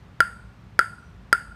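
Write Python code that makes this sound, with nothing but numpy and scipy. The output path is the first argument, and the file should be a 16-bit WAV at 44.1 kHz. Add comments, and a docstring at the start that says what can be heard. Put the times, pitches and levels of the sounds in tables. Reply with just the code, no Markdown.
"""Table tennis ball on a paddle

A ball bounces three times on a wooden paddle at the edge of a lawn, close to a clip-on microphone.
Each bounce rings the blade and the ball's thin shell and briefly overloads the microphone.
Walls and trees return echoes and a scattered tail, over a faint high call and distant traffic."""
import sys
import numpy as np
from scipy import signal
from scipy.fft import rfft, irfft
from scipy.io import wavfile

SR = 44100
rng = np.random.default_rng(int(sys.argv[2]) if len(sys.argv) > 2 else 0)


def generate_wav(sig):
    """Save sig (samples, or channels by samples) to the path in sys.argv[1] as 16-bit PCM at SR."""
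    pcm = np.round(np.clip(np.atleast_2d(sig).T, -1, 1) * 32767).astype(np.int16)
    wavfile.write(sys.argv[1], SR, pcm)


N = 68355
TIME = np.arange(N) / SR

# ball on paddle: t/s, level/dB, blade f/Hz, blade t60/s, off-centre/dB, handle/dB, ball shell/dB
BOUNCES = [(0.2044, 2.5, 1372, 0.037, -27, -57, -2), (0.7916, 6, 1351, 0.026, -40, -39.5, -3),
           (1.328, 4.5, 1362, 0.028, -37, -39, -1.5)]


def from_db(db):
    """Decibels to gain."""
    return 10 ** (np.asarray(db) / 20)


def delayed(x, seconds):
    """The same sound, later."""
    return np.concatenate([np.zeros(int(seconds * SR)), x])[:N]


def decay(t60):
    """An envelope that loses 60 dB in t60 seconds."""
    return np.exp(-np.minimum(np.log(1000) * TIME / t60, 50))


def ring(hz, t60):
    """A struck mode: a dying sine."""
    return np.sin(2 * np.pi * hz * TIME) * decay(t60)


def shaped_noise(gain_at):
    """Noise of rms 1 whose spectrum follows gain_at(Hz)."""
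    hz = np.arange(N // 2 + 1) * SR / N
    noise = irfft(rfft(rng.standard_normal(N)) * gain_at(hz), N)
    return noise / np.sqrt(np.mean(noise ** 2) + 1e-20)


def noise_band(centre_hz, half_width_hz):
    """A bell-shaped band of noise, rms 1."""
    return shaped_noise(lambda hz: np.exp(-((hz - centre_hz) / half_width_hz) ** 2))


def blade(hz, t60):
    """The main bending mode builds up under the ball, starting sharp and settling as the ball leaves."""
    sharp_share, contact_s, attack_s = 0.36, 0.0011, 0.00032
    cycles = hz * (TIME + sharp_share * contact_s * (1 - np.exp(-TIME / contact_s)))
    attack = 1 - np.exp(-TIME / attack_s)
    return np.sin(2 * np.pi * cycles) * decay(t60) * attack


def bounces():
    """Each bounce strikes the blade, the handle, the paddle's other modes and the ball's shell."""
    # weaker modes of the paddle: f/Hz, level/dB, t60/s
    paddle_modes = [(605, -20.5, 0.012), (1050, -68, 0.038), (1690, -18.5, .018), (1900, -18.5, 0.019),
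                    (3183, -8.5, 0.0043), (716, -22, 0.012)]
    # modes woken by striking off centre: f/Hz, level/dB, t60/s
    off_centre_modes = [(2932, -1, 0.032), (3945, -7, 0.025), (1040, -4.5, 0.047)]
    # bright modes of the ball's thin shell: f/Hz, level/dB, t60/s
    shell_modes = [(4860, -13.5, 0.018), (5200, -32.5, 0.015), (6540, -25, 0.0084), (8160, -15, 0.0094),
                   (9910, -14.5, 0.0099), (11300, -43.5, .008), (11280, -24, .008), (12000, -27, 0.014),
                   (14600, -41, .01)]
    out = np.zeros(N)
    for start_s, db, blade_hz, blade_t60, off_centre_db, handle_db, shell_db in BOUNCES:
        handle = from_db(handle_db) * ring(hz=397, t60=0.08)
        hit = blade(blade_hz, blade_t60) + handle
        groups = (paddle_modes, 0), (off_centre_modes, off_centre_db), (shell_modes, shell_db)
        for modes, group_db in groups:
            for hz, mode_db, t60 in modes:
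                hit += from_db(group_db + mode_db + rng.normal(0, 1)) * ring(hz, t60)
        out += from_db(db) * delayed(hit, start_s)
    return out


def echoes(direct):
    """Single reflections from walls and trunks carry mostly the blade's ring."""
    # reflections: delay/s, level/dB
    taps = [(0.0123, -21), (.019, -16), (.026, -23.5), (.034, -31.5), (.049, -27.5), (.058, -37),
            (.064, -33), (.069, -33), (.083, -67), (.093, -63), (.141, -50), (.190, -39.5), (.232, -46)]
    centre_hz, width_octaves = 1403, 0.35
    edges_hz = centre_hz * 2 ** (np.array([-0.5, 0.5]) * width_octaves)
    blade_band = signal.sosfilt(signal.butter(3, edges_hz, "band", fs=SR, output="sos"), direct + 1e-18)
    return sum(from_db(db) * delayed(blade_band, delay_s) for delay_s, db in taps)


def scattered_tail():
    """Trees and ground smear each bounce's ring into dying bands of noise."""
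    # bands of the tail: f/Hz, half width/Hz, level/dB, t60/s
    bands = [(864, 460, -49.5, 0.66), (1407, 78, -33.5, 0.61), (1697, 230, -35, 0.34),
             (2030, 270, -42, 0.28), (2810, 880, -48, 0.31), (4750, 290, -50.5, 0.51),
             (5200, 260, -59.5, .42), (6770, 560, -59.5, .5), (8270, 360, -50.5, 0.54),
             (9800, 520, -53, .42), (10310, 350, -59, 0.51), (11530, 450, -60, 0.42),
             (13170, 600, -68, .36), (15000, 400, -77, .33), (8040, 3200, -60, 0.392)]
    predelay_s, rise_s = 0.004, 0.0041
    out = np.zeros(N)
    for centre_hz, half_width_hz, db, t60 in bands:
        swell = decay(t60) * (1 - np.exp(-TIME / rise_s))
        envelope = sum(delayed(swell, start_s + predelay_s) for start_s, *_ in BOUNCES)
        out += from_db(db) * envelope * noise_band(centre_hz, half_width_hz)
    return out


def traffic():
    """A steady bed of distant traffic rumble and faint open-air hiss."""
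    # spectrum of the bed: f/Hz, relative level/dB
    spectrum = [(20, -23), (35, -23), (55, 0), (110, -3), (190, -6), (300, -19.5), (400, -20), (600, -23),
                (1200, -22.5), (2000, -28), (4500, -38.5), (7000, -46), (11000, -52.5), (15500, -49.5)]
    points_hz, points_db = np.array(spectrum).T

    def gain_at(hz):
        return from_db(np.interp(np.log(np.maximum(hz, 1)), np.log(points_hz), points_db))

    return from_db(-48.5) * shaped_noise(gain_at)


def engine_drone():
    """A far engine hums; each partial is a band of noise so narrow that it wavers."""
    # partials of the drone: f/Hz, level/dB
    partials = [(53.5, -53), (107, -55.5), (182, -62.5), (217, -68)]
    half_width_hz = 4.6
    out = np.zeros(N)
    for centre_hz, db in partials:
        out += from_db(db) * shaped_noise(lambda hz: 1 / (1 + ((hz - centre_hz) / half_width_hz) ** 2))
    return out


def far_call():
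    """A thin, faint call from the trees swells and fades once."""
    peak_s, half_length_s = 1.06, 0.071
    swell = np.exp(-((TIME - peak_s) / half_length_s) ** 2)
    return from_db(-75) * noise_band(centre_hz=5900, half_width_hz=260) * swell


def scene():
    """Close bounces, their reflections and the outdoor background, in mono."""
    direct = bounces()
    return (direct + echoes(direct) + scattered_tail() + traffic() + engine_drone() + far_call())[None]


def limiter(x):
    """A fast limiter holds down the first milliseconds of each bounce."""
    threshold_db, share_removed = -3.5, 0.77
    attack_s, release_db_per_s = 0.0008, 2521
    excess_db = np.maximum(20 * np.log10(np.abs(x) + 1e-9) - threshold_db, 0)
    release_db = release_db_per_s * TIME
    held_db = np.maximum.accumulate(excess_db + release_db, axis=-1) - release_db
    pole = np.exp(-1 / (attack_s * SR))
    smoothed_db = signal.lfilter([1 - pole], [1, -pole], held_db)
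    return x * from_db(-share_removed * smoothed_db)


def record(dry):
    clip_ceiling, mic_band_hz, stopband_hz = 0.73, [35, 12500], 16600
    limited = limiter(dry)
    clipped = limited / (1 + (limited / clip_ceiling) ** 4) ** (1 / 4)
    coloured = signal.sosfilt(signal.butter(2, mic_band_hz, "band", fs=SR, output="sos"), clipped)
    return signal.sosfilt(signal.cheby2(12, 70, stopband_hz, fs=SR, output="sos"), coloured)


dry = scene()
out = record(dry)
generate_wav(out)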